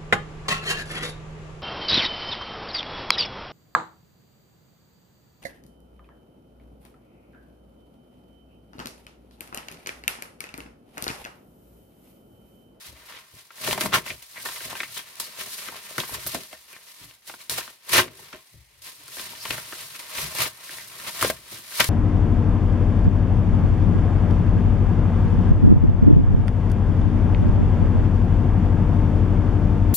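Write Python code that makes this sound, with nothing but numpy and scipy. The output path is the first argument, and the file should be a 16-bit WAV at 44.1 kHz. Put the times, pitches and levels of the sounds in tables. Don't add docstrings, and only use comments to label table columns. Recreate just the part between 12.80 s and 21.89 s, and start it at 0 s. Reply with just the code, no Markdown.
import sys
import numpy as np
from scipy import signal
from scipy.fft import rfft, irfft, next_fast_len
from scipy.io import wavfile
from scipy.ndimage import map_coordinates

SR = 44100
rng = np.random.default_rng(int(sys.argv[2]) if len(sys.argv) > 2 else 0)


def persist_wave(psi):
    counts = np.round(np.clip(psi, -1, 1) * 32767).astype(np.int16)
    wavfile.write(sys.argv[1], SR, np.atleast_2d(counts).T)


def boost_factor(decibels):
    exponent = np.asarray(decibels, float) / 20
    return 10 ** exponent


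N = 400869


def unit(x):
    return x / np.sqrt(np.mean(x ** 2) + 1e-20)


def along(points, hz):
    f, v = np.transpose(points)
    return np.interp(np.log(hz + 1), np.log(f + 1), v)


def filtered(x, response):
    m = next_fast_len(N + SR // 2)
    return irfft(rfft(x, m) * response(np.fft.rfftfreq(m, 1 / SR)), m)[..., :N]


def coloured(spectrum):
    return lambda hz: boost_factor(along(spectrum, hz))


def resonant(modes):
    def response(f):
        total = 0
        for k, (hz, width_hz, db) in enumerate(modes):
            damping = 1j * f * width_hz
            total = total + (-1) ** k * boost_factor(db) * damping / (hz * hz - f * f + damping)
        return total
    return response


def soft(top_hz):
    return lambda hz: 1 / (1 + 1j * hz / top_hz) ** 2


def cracks(rate, spread_db, life, smooth):
    sizes_db = spread_db * np.minimum(rng.exponential(size=N), 3.5)
    starts = (rng.random(N) < rate / SR) * boost_factor(sizes_db)
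    fade = np.exp(-np.arange(SR // 20) / (life * SR))
    envelope = unit(signal.fftconvolve(starts, fade)[:N]) + smooth
    return envelope * rng.standard_normal((2, N))


def rings(s, gain, hz, cycles):
    t = np.arange(SR // 100) / SR
    fade = boost_factor(-20 * t * hz[:, None] / cycles) * np.cos(np.pi / 2 * t / t[-1])
    wave = gain[:, None] * np.sin(2 * np.pi * hz[:, None] * t) * fade
    at = np.round(s * SR).astype(int)[:, None] + np.arange(len(t))
    return np.bincount(at.ravel(), wave.ravel(), N + SR)[:N]


# release_s, lining_db, fall_s, paper_over_lining_db
RELEASES = [(.929, -26.5, 0.027, -1), (.977, -46, .04, -5), (1.013, -38, 0.027, 8), (1.56, -62, 0.12, 20),
            (1.653, -35.5, 0.074, -0.5), (2.398, -28, 0.044, -26), (3.183, -48, 0.035, -9),
            (3.468, -40.5, 0.033, -1), (4.6963, -30, 0.18, -6), (6.019, -48, .08, -17),
            (6.704, -40.5, 0.17, 6.5), (8.41, -27, 0.063, 4), (8.998, -23.5, 0.038, 7)]
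STICK_S = 0.02
FROM_REST = 0.23


def swells(s, db, rise, fall, rest_db, stick=0):
    step = np.arange(0, N, 64)
    t = step / SR
    for release, *_ in RELEASES:
        t[(t > release - stick) & (t < release)] = release - stick
    t = t[:, None] - s
    early = np.maximum(-t, 0) / np.maximum(rise, 0.002)
    late = np.maximum(t, 0) / np.maximum(fall, 0.002)
    level_db = db - 20 * (late + early + FROM_REST * early ** 2)
    power = (boost_factor(level_db) ** 2).sum(axis=1) + boost_factor(rest_db) ** 2
    return np.interp(np.arange(N), step, 10 * np.log10(power))


def handling():
    folds_db, sheet_db, lining_db = hand_levels()
    shared = cracks(rate=210, spread_db=3.5, life=0.013, smooth=0.67)
    worked_paper = paper(shared, folds_db, sheet_db) + crinkle(folds_db)
    return worked_paper + lining(shared, lining_db) + pouch(shared)


# peak_s, lining_db, rise_s, fall_s, paper_over_lining_db
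HAND_MOVES = [(0.078, -48.5, 3.7, 0.096, -6.5), (0.3, -53.5, 0.27, 0.24, 5.5), (0.393, -53.5, 0.6, 0.049, -8),
              (0.423, -69, 0.294, 0.018, -11.1), (0.592, -52.5, 0.29, 0.21, -5),
              (0.912, -28.5, 0.16, 0.051, -2), (1.013, -32, 0.07, 0.11, 3.5),
              (1.061, -31.5, 0.027, 0.039, -3), (1.146, -22.5, 0.022, 0.053, 5.5),
              (1.268, -40, 0.042, 0.18, -9), (1.422, -49.5, 0.004, 0.46, -9),
              (1.668, -39.5, 0.24, 0.76, -3.5), (1.853, -37, 0.058, 0.043, -9), (1.907, -42, 0.031, 0.12, 6),
              (2.009, -42.5, 0.14, 0.16, -5), (2.18, -35.5, 0.12, 0.057, -30),
              (2.273, -50.5, 0.033, 0.31, -1.5), (2.408, -38, 0.067, 0.16, -6),
              (2.611, -38.5, 0.11, 0.14, -2.5), (2.748, -36.5, 0.22, 0.057, -29),
              (2.778, -39.5, 0.017, 0.28, -6.5), (2.972, -47, 0.82, 0.11, 3.5),
              (3.128, -44, 0.58, 0.047, -1), (3.184, -36.5, 0.062, 0.29, -1),
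                  (3.347, -35, 0.067, 0.029, 3), (3.473, -34.5, 0.013, 0.056, -28),
                  (3.554, -37.5, 0.36, 0.076, -4), (3.641, -48, 0.79, 0.46, -7),
                  (3.919, -50, 0.099, 0.2, 0.5), (4.121, -48, 0.16, 0.012, -6.5),
                  (4.246, -49, 0.45, 0.067, -5.5), (4.292, -52.5, 0.043, 0.18, -5.5),
                  (4.486, -43.5, 0.051, 0.19, -7), (4.61, -47, 0.034, 0.11, -4.5),
                  (4.784, -29.5, 0.025, 0.026, -2), (4.9, -55, 0.23, 0.063, 4),
                  (5.098, -35, 0.017, .06, -13), (5.14, -20, 0.04, 0.046, -5.5),
                  (5.185, -20, 0.1, 0.052, 0.5), (5.395, -50, 0.18, 0.31, -1.5), (5.53, -56, 0.01, 0.14, 7),
                  (5.7, -59, 0.97, 0.39, -15), (5.99, -61.5, 0.35, 0.048, -2.5),
              (6.067, -43, 0.069, 0.17, -7.5), (6.407, -38, 0.26, 0.3, -5),
               (6.717, -37.5, 0.26, 0.32, -4.5), (6.888, -46, 0.018, 0.71, -5),
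               (7.003, -42, 0.22, 0.39, -4), (7.162, -41, 0.042, 0.019, -1.5),
               (7.193, -45.5, 0.009, 0.39, -0.5), (7.411, -31, 0.17, 0.17, -2.5),
               (7.618, -26, 0.13, 0.088, -1.5), (7.794, -53, 0.37, 0.14, 6.5),
               (7.852, -49.5, 0.021, 0.069, -30.0), (7.945, -41, 0.34, 0.33, -5.5),
               (8.292, -40.5, 0.38, 0.052, 1.5), (8.426, -30.5, 0.12, 0.14, 1),
               (8.506, -33.5, 0.45, 0.031, -40), (8.731, -41, 0.17, 0.27, -3.5),
               (9.012, -30, 0.18, 0.35, -4.5)]
REST_DB = -76.5
SHEET_SHARE = 0.17


def hand_levels():
    sudden = [(s, db, 0, fall, paper_db) for s, db, fall, paper_db in RELEASES]
    moves = HAND_MOVES + sudden
    s, db, rise, fall, paper_db = np.transpose(moves)
    return [swells(s, db + share * paper_db, rise, fall, REST_DB, STICK_S) for share in (1, SHEET_SHARE, 0)]


# freq_hz, density_db_per_hz
PAPER = [(350, -12), (600, -5), (714, -10), (874, -9.5), (953, 0.5), (1650, -4), (1780, 0.5), (2970, -0.5),
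         (6000, -12.5), (7800, -20.5), (13200, -120)]
SHEET_HZ = 2300


def paper(shared, folds_db, sheet_db):
    whole = filtered(shared, coloured(PAPER))
    folds = filtered(whole, lambda hz: 1 / (1 + (hz / SHEET_HZ) ** 4))
    return boost_factor(folds_db - 2.5) * unit(folds) + boost_factor(sheet_db - 5.0) * unit(whole - folds)


GRAIN_HZ, GRAIN_SPREAD, GRAIN_CYCLES = 1656, 0.623, 3.8


def crinkle(folds_db, count=2500):
    where, pitch, size, side = rng.random((count, 4)).T
    s = where * (N - 1) / SR
    hz = GRAIN_HZ * np.exp(GRAIN_SPREAD * 2 * (2 * pitch - 1))
    size_db = -4.66 * np.log(1 - 0.98 * size)
    gain = boost_factor(folds_db[(s * SR).astype(int)] + size_db - 9.0)
    return np.array([rings(s, gain * lean, hz, GRAIN_CYCLES) for lean in (1, 1.7 * (2 * side - 1))])


# freq_hz, density_db_per_hz
LINING = [(2400, -23.5), (4000, -1), (7800, -5), (8800, 0), (10200, -2), (11900, -0.5), (15600, -8)]


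def lining(shared, lining_db):
    fine = cracks(rate=610, spread_db=-14.5, life=0.0037, smooth=1.0)
    return boost_factor(lining_db + 2.5) * unit(filtered(0.7 * shared + fine, coloured(LINING)))


def pouch(shared):
    own = cracks(rate=60, spread_db=7, life=0.0034, smooth=0.92)
    flex = filtered(shared + own, soft(top_hz=500))
    pouch_db = weight()[1]
    return boost_factor(pouch_db + 2.0) * unit(squeezed(flex))


# freq_hz, width_hz, level_db
POUCH = [(213, 36, -1.5), (352, 43, 3), (444, 150, -4), (587, 57, 5.5)]
SQUEEZE, SQUEEZE_PER_S = 0.091, 3.5


def squeezed(push):
    knots = rng.standard_normal(int(N / SR * SQUEEZE_PER_S) + 4)
    wander = map_coordinates(knots, [np.arange(N) * SQUEEZE_PER_S / SR])
    grip = np.pi / 4 * (1 + np.tanh(1.5 * wander))
    slack = filtered(push, lambda hz: resonant(POUCH)(hz * (1 + 0.5 * SQUEEZE)))
    tight = filtered(push, lambda hz: resonant(POUCH)(hz * (1 - 0.5 * SQUEEZE)))
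    return np.cos(grip) * slack + np.sin(grip) * tight


# peak_s, level_db, rise_s, fall_s
TEARS = [(.368, -33.5, 0.11, 0.048), (1.143, -8, 0.023, 0.03), (1.285, -32.5, 0.081, 0.13),
         (2.172, -23, 0.017, 0.06), (5.144, -12, 0.024, 0.093), (5.196, -9, 0.06, 0.026),
         (5.53, -37, 0.014, 0.095), (8.43, -33, 0.039, 0.039), (8.502, -18.5, 0.014, 0.014),
         (9.009, -2.5, 0.011, 0.012), (9.044, -16.5, 0.013, 0.021)]


def tears():
    gain = boost_factor(swells(*np.transpose(TEARS), rest_db=-120, stick=STICK_S))
    fibres = cracks(rate=570, spread_db=6, life=0.0013, smooth=0.6)
    return boost_factor(-7.5) * gain * unit(filtered(fibres, coloured(PAPER)))


# start_s, peak_db, pitch_hz, bright_db
CREASE_SNAPS = [(0.705, -30.5, 1150, -56), (.847, -23, 3400, -9), (.875, -14.5, 960, -21),
                (0.909, -19, 3280, -23), (0.929, -20.5, 1370, -20), (0.977, -14.5, 630, -20),
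                (1.009, -12.5, 2940, -11.5), (1.06, -23.5, 1010, -6), (1.123, -19, 1150, -47),
                (1.139, -6, 1460, -42), (1.262, -22, 2140, -27), (1.303, -15.5, 2560, -40),
                (1.576, -31.5, 2160, -24), (1.652, -23, 1000, -14.5), (1.658, -18.5, 1170, -20),
                (1.687, -22, 1090, -19), (1.805, -24.5, 2060, -20.5), (1.9, -31.5, 1080, -4),
                (1.929, -24.5, 650, -18), (1.953, -25.5, 950, -19), (2.003, -12, 1870, -47),
                (2.032, -17, 2220, -52), (2.4, -21.5, 970, -29),
                (2.885, -18, 1390, -41), (3.181, -12.5, 1450, -15), (3.201, -14.5, 3850, -19),
                (3.235, -23.5, 1080, -30), (3.465, -24, 1130, -5), (3.546, -15, 605, -14.5),
                (3.729, -25.5, 700, -19), (3.929, -34, 2220, -16), (4.475, -42, 3820, 2),
                (4.496, -24.5, 805, -28), (4.539, -27.5, 1060, -26), (4.6965, -29, 3860, -6),
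                (4.716, -26.5, 574, -4), (4.782, -17.5, 900, -15), (4.808, -22.5, 1460, -30.5),
                (4.877, -25.5, 1140, -33), (5.093, -27.5, 2060, -3), (5.133, -12.5, 2890, -9.5),
                (5.18, -6, 1390, -13), (5.193, -6.5, 590, -37), (5.528, -28.5, 1610, -30),
                (6.018, -46, 3120, -6), (6.281, -36.5, 1160, -6), (6.368, -31, 900, -5.5),
               (6.395, -20, 3200, -27), (6.653, -18, 970, -21), (6.706, -11.5, 3120, -29),
               (6.779, -23, 1070, -13.5), (6.924, -22, 1350, -22), (7.15, -33, 2470, -26),
               (7.383, -16.5, 2160, -24), (7.551, -27.5, 985, -4.5), (7.586, -18, 2430, -8.5),
               (7.656, -14.5, 2380, -30.5), (7.893, -23, 1900, -29), (8.411, -24, 2800, -27),
               (8.426, -10, 1200, -12), (8.446, -11, 550, -20), (8.501, -13.5, 650, -12),
               (8.995, -13, 1020, -22), (9.002, -13, 2220, -3), (9.043, -24.5, 1830, 0.5)]
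SNAP_T60_S, FIRST_CRACK, FIRST_T60_S = 0.037, 0.51, 0.0053
CREASE_WIDTH, SHEET_DB = 0.58, -7
KNOCK_DB, KNOCK_PER_BRIGHT = -17, 0.34


def snaps():
    crease, tick, knock = np.zeros((3, 2, N + SR))
    t = np.arange(SR // 8) / SR
    grid = np.fft.rfftfreq(len(t), 1 / SR)
    fade = boost_factor(-60 * t / SNAP_T60_S)
    rise = (1 - np.exp(-t / 0.0003)) * (1 + FIRST_CRACK * boost_factor(-60 * t / FIRST_T60_S))
    first_break = 1 + 3 * boost_factor(-60 * t / 0.001)
    for s, db, hz, bright_db in CREASE_SNAPS:
        at = slice(round(s * SR), round(s * SR) + len(t))
        burst = fade * rng.standard_normal((3, 2, len(t))) * [[1.1], [0.7]]
        fold = resonant([(hz, CREASE_WIDTH * hz, 0), (2000, 3200, SHEET_DB)])(grid)
        fold = fold * soft(top_hz=3500 + 1.5 * hz)(grid)
        buckle = irfft(rfft(burst[0] * rise) * fold, len(t))
        pouch_db = KNOCK_DB + KNOCK_PER_BRIGHT * bright_db
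        crease[:, at] += boost_factor(db - 2.0) * buckle / np.abs(buckle[0]).max()
        tick[:, at] += boost_factor(db + bright_db + 6.0) * burst[1] * first_break
        knock[:, at] += boost_factor(db + pouch_db + 25.5) * burst[2]
    boom = filtered(filtered(knock, soft(top_hz=900)), resonant(POUCH))
    return crease[:, :N] + filtered(tick, coloured(LINING)) + boom


# start_s, peak_db, pitch_hz
CLICKS = [(0.783, -28, 1900), (0.877, -14.5, 1120), (0.894, -24, 2190), (0.911, -4, 2900),
          (0.9295, -5.5, 3300), (0.977, -27, 662), (1.01, -13, 2920), (1.059, -10, 1060),
          (1.062, -14, 2060), (1.129, -8.5, 1340), (1.28, -31, 2220), (1.427, -31, 2960),
          (1.599, -29, 1930), (2.033, -16, 2000), (2.167, -28, 1830), (2.272, -38, 1980), (2.401, -36, 950),
          (2.788, -28, 4580), (2.887, -34, 1380), (2.924, -27, 929), (2.944, -29.5, 969),
          (3.111, -30.5, 610), (3.182, -10, 1380), (3.203, -13, 3420), (3.235, -21, 1110),
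          (3.294, -25, 960), (3.965, -26, 1850), (4.238, -27, 3800), (4.311, -28, 2860), (4.604, -36, 3020),
          (4.6965, -7.5, 4220), (5.078, -34, 2160), (5.138, -10.5, 2910), (5.144, -2.5, 2530),
          (5.162, -3.5, 1500), (5.186, -17, 640), (5.193, -14, 646), (5.201, -7, 2070), (5.395, -33.5, 931),
          (6.074, -28, 2860), (6.394, -26, 3090), (6.419, -36, 1080), (6.455, -33, 2090), (6.534, -28, 955),
          (6.552, -24, 3100), (6.654, -46, 950), (6.708, -5, 2640), (6.879, -42, 2880),
          (6.932, -20.5, 1400), (7.194, -25, 3230), (7.484, -24, 1950), (7.985, -20.5, 2000),
          (8.5, -10, 600), (8.624, -39, 4200), (8.922, -26, 1750), (9.005, -5, 2200)]
# start_s, peak_db, pitch_hz
CRACKLE = [(0.847, -16, 4600), (0.9295, -14, 1010), (1.139, -6, 2200), (1.152, -6, 1390), (1.16, -9, 1100),
           (1.919, -25, 2140), (1.93, -23, 950), (1.954, -18, 2800), (2.0, -24, 2190), (2.0035, -20, 2300),
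           (4.215, -45, 190), (5.134, -9, 1700), (5.149, -6, 2400), (5.156, -5, 2000), (5.17, -7, 2300),
           (5.18, -7, 4500), (5.742, -40, 150), (6.37, -31, 1000), (6.385, -19.5, 2230), (6.397, -24, 1250),
           (6.655, -13, 3000), (8.4115, -18, 2840), (8.427, -4, 1300), (8.444, -12, 2000),
           (8.447, -12, 546), (8.501, -9, 2010)]
CLICK_CYCLES, EDGE_CYCLES, EDGE_PITCH = 4, 1.2, 2.6


def clicks():
    s, db, hz = np.transpose(list(CLICKS) + list(CRACKLE))
    body = rings(s, boost_factor(db - 4.5), hz, CLICK_CYCLES)
    edge = rings(s, boost_factor(db - 11.5), EDGE_PITCH * hz, EDGE_CYCLES)
    return (body + edge) * [[1.2], [0.4]]


# start_s, peak_db
TICKS = [(0.9295, -6), (1.1456, -17), (1.426, -22), (1.6382, -27), (1.8238, -32), (2.356, -21),
         (2.781, -15), (3.3917, -37), (3.4715, -21), (3.635, -19), (3.79, -40), (4.351, -32), (4.56, -33),
         (4.59, -35), (4.6973, -1.5), (5.1776, -14), (7.7648, -29), (7.8481, -25), (8.0606, -37),
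         (8.9241, -29)]


def ticks():
    out = np.zeros((2, N + SR))
    t = np.arange(SR // 50) / SR
    for s, db in TICKS:
        fade = boost_factor(db - 5 - 60 * t / 0.0041)
        out[:, round(s * SR):][:, :len(t)] += fade * rng.standard_normal((2, len(t)))
    return filtered(out, coloured(LINING))


# peak_s, level_db, pitch_hz, rise_s, fall_s
RUBS = [(.53, -63, 293, 0.016, 0.044), (1.05, -35, 205, 0.068, 0.13), (1.268, -44, 2100, .015, 0.035),
        (1.308, -28, 2370, 0.01, 0.015), (1.572, -37, 2050, 0.019, 0.037), (1.6, -47, 1950, .01, 0.036),
        (2.045, -42, 2300, .01, 0.04), (2.174, -38.5, 3200, 0.028, 0.056), (2.45, -43, 4500, 0.04, 0.055),
        (3.3, -39, 11500, 0.084, .06), (3.473, -25.5, 12000, 0.0095, 0.022), (3.73, -54, 563, 0.036, .05),
        (3.749, -51, 1900, 0.056, 0.023), (3.94, -49, 2330, 0.021, .05), (4.22, -58.5, 284, .02, 0.09),
        (4.64, -66, 12500, .06, .06), (5.17, -29, 363, 0.04, 0.11), (5.42, -59, 400, 0.16, 0.082),
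        (5.8, -68.5, 2000, 0.45, 0.55), (6.2, -61, 303, .02, 0.039), (6.625, -39.5, 4930, 0.065, .03),
        (6.712, -41, 2470, .005, 0.049), (7.15, -45, 2420, .01, 0.049), (8.0, -45, 1900, 0.044, 0.067),
        (8.448, -34, 560, .01, 0.026), (9.008, -20, 2230, 0.013, 0.012)]
RUB_WIDTH = 0.26


def rubs():
    out = np.zeros((2, N + SR))
    t = np.arange(-SR // 4, SR // 2) / SR
    grid = np.fft.rfftfreq(len(t), 1 / SR)
    for s, db, hz, rise, fall in RUBS:
        fold = resonant([(hz, RUB_WIDTH * hz, 0)])(grid) ** 2
        band = irfft(rfft(rng.standard_normal((2, len(t)))) * fold, len(t))
        swell = boost_factor(db - 20 * np.where(t < 0, -t / max(rise, 0.002), t / max(fall, 0.002)))
        out[:, round(s * SR):][:, :len(t)] += swell * unit(band)
    return out[:, SR // 4:][:, :N] * [[1.2], [0.7]]


# peak_s, thud_db, fall_s, pouch_over_thud_db
THUDS = [(0.1, -66.5, 0.44, 6), (0.362, -64, 0.13, -10), (0.538, -54.5, 0.096, -8), (0.882, -40.5, 0.28, 4),
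         (1.044, -35, 0.1, 0), (1.148, -37.5, 0.12, -4), (1.307, -42, 0.059, -3), (1.635, -62, 0.61, 0),
         (1.873, -50.5, 0.21, -1.5), (2.094, -60, 0.32, -13), (2.412, -61, 0.23, 3.5),
         (2.643, -64, 0.348, 9.5), (2.908, -75, 0.8, 13), (3.188, -42, 0.08, -5), (3.327, -41, 0.1, -4),
         (3.462, -43, 0.083, -3.5), (3.549, -40.5, 0.072, 4.5), (4.229, -51.5, 0.089, -14),
         (4.52, -69.5, 0.245, 6.5), (4.723, -45, 0.13, -6),
         (5.146, -32.5, 0.13, 0.5), (5.397, -53.5, 0.11, -7), (5.542, -48, 0.052, 2.5),
              (5.748, -52, 0.11, -14), (5.938, -67, 0.256, -15), (6.21, -66, 0.37, -7),
              (6.43, -59.5, 0.58, 1), (6.711, -41, 0.13, -7), (7.031, -57, 0.21, -5), (7.43, -41, 0.15, -6),
              (7.606, -37.5, 0.1, -9.5), (7.938, -59.5, 0.49, -1), (8.201, -61.5, 1, 4),
              (8.438, -37, 0.13, -2), (8.731, -49.5, 0.11, -3), (9.021, -41.5, 0.17, -15)]
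THUD_RISE, STILL_DB = 0.27, -88


def weight():
    s, db, fall, pouch_db = np.transpose(THUDS)
    return [swells(s, level, THUD_RISE * fall, fall, STILL_DB) for level in (db, db + pouch_db)]


# freq_hz, width_hz, level_db
FLOOR = [(56.7, 5.3, 3.5), (128.6, 25, 1)]
SLOWEST_HZ = 48.5


def thuds():
    push = filtered(cracks(rate=59, spread_db=-7.5, life=0.0028, smooth=3.7), soft(top_hz=151))
    push = filtered(push, lambda hz: (1j * hz / SLOWEST_HZ / (1 + 1j * hz / SLOWEST_HZ)) ** 4)
    return boost_factor(weight()[0] + 2.0) * unit(filtered(push, resonant(FLOOR)))


# start_s, level_db
BOOMS = [(0.076, -50), (.84, -47), (1.29, -56), (3.31, -48), (3.721, -65), (4.21, -66), (5.3, -60),
         (5.742, -51.5), (5.96, -62), (6.7, -57), (7.37, -51), (8.499, -51)]
# freq_hz, level_db, t60_s
BOOM_MODES = [(57, 1, 0.85), (71.2, 5.5, 0.34), (117.4, -1.5, 0.33)]
BOOM_RISE_S = 0.013


def booms():
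    out = np.zeros(N + SR)
    t = np.arange(SR) / SR
    ring = sum(boost_factor(db - 60 * t / t60) * np.sin(2 * np.pi * hz * t) for hz, db, t60 in BOOM_MODES)
    ring = ring * (1 - np.exp(-t / BOOM_RISE_S))
    for s, db in BOOMS:
        out[round(s * SR):][:SR] += boost_factor(db) * ring
    return out[:N] * [[1.4], [0.1]]


# freq_hz, t60_s
ROOM = [(200, 0.15), (2000, 0.071), (10000, 0.018)]


def room(x):
    hz, t, z = signal.stft(rng.standard_normal((2, SR // 2)), SR, nperseg=256)
    fade = boost_factor(-60 * t / along(ROOM, hz)[:, None])
    tail = signal.istft(z * fade, SR, nperseg=256)[1]
    delayed = np.pad(x, ((0, 0), (150, 0)))
    return signal.fftconvolve(delayed, tail / np.linalg.norm(tail[0]), axes=1)[:, :N]


# freq_hz, density_db_per_hz
AIR = [(88, -31), (150, -9), (900, -6), (1250, -14), (1700, -18), (1980, -1.5), (2500, -4), (15500, -24)]
AIR_DB = -69.5


def air():
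    return boost_factor(AIR_DB + 2.5) * unit(filtered(rng.standard_normal((2, N)), coloured(AIR)))


# freq_hz, correlation
ALIKE = [(60, 0.94), (180, 0.93), (550, 0.58), (1650, 0.28), (4970, 0.12), (15000, -0.11)]
# freq_hz, level_db
LEAN = [(60, 5.5), (240, 2.3), (700, 0), (2500, 1.5), (15000, 0.1)]


def ports(pair):
    def shares(hz):
        turn = np.arccos(np.clip(along(ALIKE, hz), -1, 1)) / 2
        return np.array([np.cos(turn), np.sin(turn)])
    mid, side = filtered(pair, shares)
    return filtered(np.array([mid + side, mid - side]), lambda hz: boost_factor(along(LEAN, hz) * [[0.5], [-0.5]]))


def scene():
    mailer = handling() + tears() + snaps() + clicks() + ticks() + rubs()
    mailer = mailer + thuds() + booms()
    return ports(mailer + boost_factor(-13.0) * room(mailer) + air())


def low_pass(x):
    return signal.sosfilt(signal.butter(12, 16030, fs=SR, output="sos"), x)


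MIC_LOW_HZ, TOP_HZ = 38, 15850


def record(dry):
    rounded = dry / (1 + np.abs(dry / 0.9) ** 3) ** (1 / 3)

    def band(hz):
        bass_cut = (1j * hz / MIC_LOW_HZ / (1 + 1j * hz / MIC_LOW_HZ)) ** 3
        return np.where(hz < TOP_HZ, 1, 0.006) * bass_cut
    mix = filtered(rounded, band)
    return low_pass(mix)


dry = scene()
out = record(dry)
persist_wave(out)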